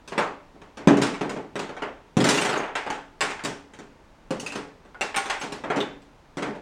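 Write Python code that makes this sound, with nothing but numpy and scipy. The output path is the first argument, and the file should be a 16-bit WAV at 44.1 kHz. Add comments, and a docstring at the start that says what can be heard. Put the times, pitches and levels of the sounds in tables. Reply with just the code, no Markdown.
"""Under a steady room hush, plastic toy bricks are pried off a model and dropped on heaps of bricks on a table.
Each contact chatters into damped modes, coloured by table resonances; decaying sines thump the table top. Then
loose bricks slide (scattered tiny touches), freed pieces ring (clusters of close sines) and a section tumbles
down a heap (uneven knocks); later a wide plate is knocked and rings in fixed modes, with further clusters of
close sines near its pitches. The bare room answers the contacts, slide, rings and plate with near reflections
and a diffuse tail."""
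import sys
import numpy as np
from scipy import signal
from scipy.fft import rfft, irfft
from scipy.io import wavfile

SR = 44100
rng = np.random.default_rng(int(sys.argv[2]) if len(sys.argv) > 2 else 0)


def unload_wav(signal):
    """Save mono or channel-first audio to the path in sys.argv[1] as 16-bit WAV at rate SR, clipped to [-1, 1]."""
    wavfile.write(
        sys.argv[1],
        SR,
        np.round(np.clip(np.atleast_2d(signal).T, -1, 1) * 32767).astype(np.int16),
    )


N = 291501
BLOW_S = .01   # blow levels state the rms if all energy fell within this time
CUTOFF_HZ = 16000
# band edges for room decay and blow colour: edge_hz
EDGES_HZ = np.r_[40, 60, 85, np.geomspace(113, 3620, 12),
            4700, 6200, 8000, 9500, 10900, 12400, 14200, 16500]
CENTRES_HZ = np.sqrt(EDGES_HZ[:-1] * EDGES_HZ[1:])
BANK = [signal.butter(3, pair, "band", fs=SR, output="sos") for pair in zip(EDGES_HZ, EDGES_HZ[1:])]
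AGE = np.arange(SR // 2) / SR   # s since a blow


def from_db(db):
    """Decibels to amplitude gain."""
    return 10 ** (np.asarray(db) / 20)


def unit(x):
    """Scale to an energy of one."""
    return x / np.sqrt(np.sum(x ** 2, axis=-1, keepdims=True) + 1e-20)


def at_hz(points, hz, axis=1):
    """Interpolate a table column on a log-frequency axis."""
    points = np.array(points)
    return np.interp(np.log(hz), np.log(points[:, 0]), points[:, axis])


def fade(t60_s):
    """Exponential decay after a blow: 60 dB per t60."""
    return from_db(-60 * np.minimum(AGE / max(t60_s, 1e-3), 4))


def add(out, start_s, sound):
    """Mix a sound in at start_s."""
    start = round(start_s * SR)
    out[start:start + len(sound)] += sound[:N - start]


def hush():
    """Steady room air: Gaussian noise shaped in frequency, strongest in the bass."""
    # noise spectrum: frequency_hz, relative_density_db_per_hz
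    spectrum_points = [(12, -36), (20, 0), (77, -9.5), (104, -11.5), (187, -12.5), (210, -12.5), (642, -16),
                       (698, -18.5), (897, -14.5), (1030, -18.5), (6720, -38.5), (11400, -49.5),
                       (12800, -56), (16000, -49)]
    rms_db = -53.5
    hz = np.maximum(np.arange(N // 2 + 1) * SR / N, 1)
    white = rfft(rng.standard_normal(N))
    noise = irfft(white * from_db(at_hz(spectrum_points, hz)), N)
    return from_db(rms_db) * unit(noise) * np.sqrt(N)


def echo_path(early_t60_s=0.079, early_db=7, reflections_per_s=4000, gap_s=0.0037, build_s=0.012):
    """Table spot to microphone: direct sound with sparse near reflections, and a tail decaying per band."""
    # room: frequency_hz, t60_s, relative_echo_db
    room = [(130, 0.47, -1.5), (394, 0.42, 1), (1460, 0.4, 2), (4970, 0.39, -3.5), (13000, 0.28, -5)]
    arrives = rng.random(len(AGE)) < reflections_per_s / SR * (1 - np.exp(-AGE / gap_s))
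    reflections = rng.standard_normal(len(AGE)) * arrives * fade(early_t60_s)
    near = from_db(early_db) * unit(reflections)
    near[0] += 1   # direct sound
    build_up = 1 - np.exp(-AGE / build_s)
    tail = 0
    for sos, hz, width_hz in zip(BANK, CENTRES_HZ, np.diff(EDGES_HZ)):
        band = signal.sosfilt(sos, rng.standard_normal(len(AGE)))
        dying = band * fade(at_hz(room, hz)) * build_up
        tail = tail + unit(dying) * np.sqrt(2 * width_hz / SR) * from_db(at_hz(room, hz, axis=2))
    return unit(near), tail


def chatter(count=4, span_s=.012, bounce_db=-12, size=2000):
    """A first touch, then weaker random touches of corners and studs."""
    touches = np.zeros(size)
    at = np.clip(rng.random(count) * span_s * SR, 1, size - 1).astype(int)
    touches[at] = from_db(bounce_db) * rng.standard_normal(count)
    touches[0] = 1
    return touches


def piece(count=32, t60_at_2khz_s=0.014, crack_db=-2, size=2000):
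    """Impulse response of a brick assembly: a crack plus damped modes, the higher dying sooner."""
    hz = np.exp(rng.uniform(np.log(600), np.log(10000), (count, 1)))
    t60_s = t60_at_2khz_s * (2000 / hz) ** .5
    modes = unit(np.sin(2 * np.pi * hz * AGE[:size]) * from_db(-60 * AGE[:size] / t60_s))
    strengths = np.sqrt(hz) * rng.standard_normal((count, 1))
    sound = unit(np.sum(modes * strengths, axis=0))
    sound[0] += from_db(crack_db)
    return sound


def voiced(blow, octave_db, size=32768):
    """Set a blow's levels per octave with a minimum-phase filter, keeping its attack sharp."""
    spectrum = rfft(blow, size)
    hz = np.maximum(np.arange(size // 2 + 1) * SR / size, 1)
    band_power = np.array([np.mean(np.abs(spectrum[(hz >= low) & (hz < high)]) ** 2)
                           for low, high in zip(EDGES_HZ, EDGES_HZ[1:])])
    # per octave to per Hz
    voiced_power = from_db(octave_db) ** 2 * BLOW_S * SR ** 2 / (2 * np.log(2) * CENTRES_HZ)
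    log_gain = .5 * np.log(voiced_power / band_power)
    cepstrum = irfft(np.interp(np.log(hz), np.log(CENTRES_HZ), log_gain), size)
    cepstrum[1:size // 2] *= 2   # folded forward in time: the filter is causal
    minimum_phase = np.exp(rfft(cepstrum[:size // 2], size))
    return irfft(spectrum * minimum_phase, size)[:len(AGE)]


def heard(sound, path, size=8192):
    """The near field keeps a piece's fine modes; the tail gathers it from all sides, so is smooth."""
    near, tail = path
    reflected = signal.fftconvolve(sound, near[:size // 2])
    close = voiced(reflected, 10 * np.log10(CENTRES_HZ), size=size)   # equal energy per Hz
    return np.pad(unit(close), (0, len(AGE) - size)) + tail


def blow_colour(strength_db, weight_db, hardness_db):
    """Levels per octave: weight sets the thud, hardness the tick, their balance knock against clack."""
    # zones of thud, knock, clack, tick: centre_hz
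    zones_hz = [200, 650, 2100, 6000]
    # span of the top lift: start_hz, full_hz
    sharp_hz = [6000, 9500]
    # colour common to all contacts: frequency_hz, relative_level_db_per_octave
    common_colour = [(45, -37), (95, -27.5), (135, -5.5), (180, -4.5), (300, -1), (600, -2), (1200, 0),
                     (3000, 0.5), (4100, -1.5), (7000, 0), (8900, 1.5), (11600, -26), (13300, -21.5),
                     (15400, -29)]
    knock_db, knock_db_per_db = 0.2, 0.18
    sharp_db, sharp_db_per_db = 0.94, .07
    lean_db = knock_db + knock_db_per_db * (weight_db - hardness_db)
    levels_db = [weight_db, lean_db, -lean_db, hardness_db]
    zones_db = np.interp(np.log(CENTRES_HZ), np.log(zones_hz), levels_db)
    # a corner hits more briefly than a flat face
    top_db = np.interp(CENTRES_HZ, sharp_hz, [0, sharp_db + sharp_db_per_db * hardness_db])
    return strength_db + zones_db + top_db + at_hz(common_colour, CENTRES_HZ)


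def contacts(paths):
    """Each contact, tumbling knocks included, chatters into a piece coloured by its manner."""
    # blows on table and heaps: start_s, relative_strength_db, weight_db (bass), hardness_db (treble)
    blows = [(.077, -41.5, -3, 1.5), (.121, -30, -2, -17.5), (.179, -17, -5.5, -13), (.547, -54, 11, -28),
             (.617, -44.5, 0.5, -12), (.772, -37, 2.5, -8.5), (.804, -40.5, 2, -22), (.8732, -15, 10, -14),
             (.971, -26.5, 10.5, -9.5), (1.0174, -25, 5, -1), (1.022, -21.5, 1.5, -6.5),
             (1.069, -31.5, 2, -4), (1.138, -33, -30, -11), (1.211, -25, 4.5, -15.5),
             (1.2945, -30.5, 3, -7), (1.364, -32.5, 6.5, -22), (1.556, -27.5, 1.5, -10.5),
             (1.593, -28.5, 1, -7), (1.692, -34.5, 0.5, -16.5), (1.767, -33.5, -12, -19.5),
             (1.821, -25, -7.5, -21), (2.169, -22.5, 14.5, -6.5), (2.203, -22.5, 4, -7),
             (2.2418, -18.5, -2, -3.5), (2.289, -19.5, -1, 2.5), (2.754, -22, -18.5, -11.5),
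             (2.865, -28.5, -9, -18), (2.902, -27.5, -7, -8), (3.2079, -20.5, -19.5, -4),
             (3.229, -30.5, 1.5, -3), (3.304, -29.5, -16, -9.5), (3.393, -35.5, -37, -16.5),
             (3.4385, -36.5, 8, 6.5), (3.4497, -26.5, 0.5, -3.5), (3.736, -45, -1, -7),
             (3.789, -42, 5, -6.5), (4.307, -29.5, 8.5, -7), (4.398, -44.5, 0, 11.5), (4.43, -41, 7.5, -24),
             (4.463, -38, -9, 5), (4.522, -36, -8, -2), (4.555, -29.5, 2.5, -7.5), (4.852, -51.5, 3, -12),
             (4.946, -45, -11, -22), (5.0101, -24, -10.5, -4), (5.1443, -25.5, -23.5, -18),
             (5.162, -27, -14.5, 0), (5.1668, -29.5, -22, -0.5), (5.257, -31.5, -6.5, -6),
             (5.299, -22.5, -25, -7.5), (5.414, -29, -10, -4.5), (5.436, -34.5, 3.5, -7),
             (5.522, -33, 2.5, -2.5), (5.638, -28.5, -2, -20.5), (5.702, -20, -7, -23),
             (5.761, -29.5, 3, -8.5), (5.769, -24.5, 3, -20), (5.804, -32, -19, -8.5),
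             (6.02, -62.5, -14, 4), (6.371, -33, 9, -9), (6.38, -31, -3, -13), (6.424, -26.5, -0.5, -12),
             (6.472, -34, 7, -32), (6.551, -40, 3, -19)]
    own_colour_db = 1.17   # standard deviation of each piece's humps and dips
    out = np.zeros(N)
    for k, (start_s, *manner) in enumerate([*blows, *tumble()]):
        own_db = own_colour_db * rng.standard_normal(len(CENTRES_HZ))
        blow = heard(signal.fftconvolve(chatter(), piece()), paths[k % len(paths)])
        add(out, start_s, voiced(blow, blow_colour(*manner) + own_db))
    return out


def table_top(x):
    """Table and hollow model favour the same pitches at every contact: peak filters in series."""
    # resonances: frequency_hz, width_hz, gain_db
    resonances = [(209.6, 15, 2), (282.7, 5, 10), (411.4, 25.6, 7), (587, 2.7, 4.5), (872, 44, 4.5),
                  (1120, 14, 3), (1532, 16, 4.5), (2670, 100, 0), (4800, 54, -3), (8600, 2100, -5)]
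    for hz, width_hz, gain_db in resonances:
        peak = signal.lfilter(*signal.iirpeak(hz, hz / width_hz, fs=SR), x)
        x = x + (from_db(gain_db) - 1) * peak
    return x


def thumps(lowest_hz=115):
    """A heavy landing swings the board as a decaying sine; a high-pass, as of the microphone, thins deep bass."""
    # landings: start_s, pitch_hz, amplitude_db (before decay and high-pass), t60_s
    landings = [(0.8724, 201, 0.5, 0.025), (2.169, 164, -9.5, 0.074), (4.307, 278, -30, 0.21),
                (5.769, 285, -20.5, 0.14)]
    out = np.zeros(N)
    for start_s, hz, amplitude_db, t60_s in landings:
        add(out, start_s, from_db(amplitude_db) * np.sin(2 * np.pi * hz * AGE) * fade(t60_s))
    high_pass = signal.butter(4, lowest_hz, "high", fs=SR, output="sos")
    return signal.sosfilt(high_pass, out + 1e-18)


def slide(paths, spread_db=6):
    """Loose bricks slide down the heap: many tiny random collisions at scattered spots."""
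    # course of the slide: time_s, touches_per_s, level_db (before band-pass)
    course = [(2.202, 99, -46), (2.25, 310, -30), (2.31, 530, -31), (2.47, 370, -37.5), (2.6, 120, -68),
              (2.7, 44, -70)]
    # pass band: low_hz, high_hz
    band_hz = [1300, 8500]
    s, per_s, level_db = np.transpose(course)
    t = np.arange(round(s[0] * SR), round(s[-1] * SR)) / SR
    rate = np.interp(t, s, per_s) / SR   # touches per sample
    spread = from_db(spread_db * np.clip(rng.standard_normal(len(t)), -2, 2))
    sizes = unit(spread) * np.sqrt(len(t) / rate)
    touches = (rng.random(len(t)) < rate) * sizes * from_db(np.interp(t, s, level_db))
    spot = rng.integers(0, len(paths), len(t))
    rattle = sum(signal.fftconvolve(touches * (spot == k), unit(heard(piece(), path)))
                 for k, path in enumerate(paths))
    band_pass = signal.butter(3, band_hz, "band", fs=SR, output="sos")
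    out = np.zeros(N)
    add(out, s[0], signal.sosfilt(band_pass, rattle))
    return out


def rung(tone, path, level_db, tail_db=-8):
    """A ringing tone through near path and tail, scaled to level_db over BLOW_S."""
    near, tail = (unit(signal.fftconvolve(tone, part)[:len(AGE)]) for part in path)
    return unit(near + from_db(tail_db) * tail) * from_db(level_db) * np.sqrt(BLOW_S * SR)


def ring_clusters(paths, count=3, split=0.59):
    """Rings in clusters of close modes, the lower the longer: pieces bouncing clear, and further rings near the
    plate's pitches as it is struck."""
    # rings: start_s, centre_pitch_hz, relative_level_db
    rings = [(2.204, 3310, -29.5), (2.378, 2780, -22), (2.4125, 8600, -32), (2.576, 6510, -37),
             (2.866, 850, -29), (2.902, 856, -23), (3.2083, 1080, -30), (4.307, 531, -23.5),
             (4.3986, 2870, -37), (4.4632, 2610, -28.5), (4.505, 2620, -35.5), (4.946, 1450, -39.5),
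             (5.0102, 2770, -22.5), (5.0102, 834, -27), (5.1621, 8500, -28.5), (5.399, 7960, -44),
             (5.8043, 3580, -27), (5.8043, 3000, -32)]
    ring_cycles = 65   # swings per 60 dB of decay
    out = np.zeros(N)
    for k, (start_s, hz, level_db) in enumerate(rings):
        t60_s = ring_cycles / hz
        modes_hz = hz + split / t60_s * rng.standard_normal((count, 1))
        tone = np.sum(np.sin(2 * np.pi * modes_hz * AGE), axis=0) * fade(t60_s)
        add(out, start_s, rung(tone, paths[k % len(paths)], level_db))
    return out


def tumble():
    """Contact rows for a section knocking its way down the heap at an uneven pace."""
    # course of the tumble: time_s, relative_strength_db, weight_db, hardness_db
    course = [(2.268, -24, 1.5, -4.5), (2.45, -22.5, -5.5, -5), (2.58, -25, -5.5, -17.5),
              (2.69, -34, -26, -29)]
    gap_s, jitter_s = .037, .004
    s, *columns = np.transpose(course)
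    times = np.arange(s[0], s[-1], gap_s)
    times = times + jitter_s * rng.uniform(-1, 1, size=len(times))
    return np.column_stack([times] + [np.interp(times, s, column) for column in columns])


def plate(paths, vary_db=1.0):
    """A wide thin plate rings in the same modes at every blow; mode strengths vary with the struck spot."""
    # plate modes: frequency_hz, relative_level_db
    modes = [(797, 6), (867, -8), (1090, 2), (1435, 1), (1707, -9), (1863, -7), (2070, -11), (2270, -7),
             (2720, -5)]
    # blows: start_s, relative_level_db
    hits = [(3.2083, -22), (5.0102, -30.5), (5.1668, -17.5), (5.2993, -25.5)]
    t60_s = 0.17
    out = np.zeros(N)
    hz, modes_db = np.transpose(modes)
    for k, (start_s, level_db) in enumerate(hits):
        strengths = from_db(modes_db + vary_db * rng.standard_normal(len(hz)))
        tone = strengths @ np.sin(2 * np.pi * hz[:, None] * AGE) * fade(t60_s)
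        add(out, start_s, rung(tone, paths[k % len(paths)], level_db))
    return out


def scene(count=16, contacts_db=-1.82, rings_db=-1):
    """Mix bricks landing at several spots, thumps, slide and hush."""
    paths = [echo_path() for spot in range(count)]
    knocks = from_db(contacts_db) * table_top(contacts(paths))
    ringing = from_db(rings_db) * (ring_clusters(paths) + plate(paths))
    return (knocks + ringing + thumps() + slide(paths) + hush())[None]


def record(dry):
    """Clip at full scale, then cut the top with a steep low-pass."""
    low_pass = signal.ellip(10, .1, 80, CUTOFF_HZ, fs=SR, output="sos")
    return signal.sosfilt(low_pass, np.clip(dry, -1, 1))


dry = scene()
out = record(dry)
unload_wav(out)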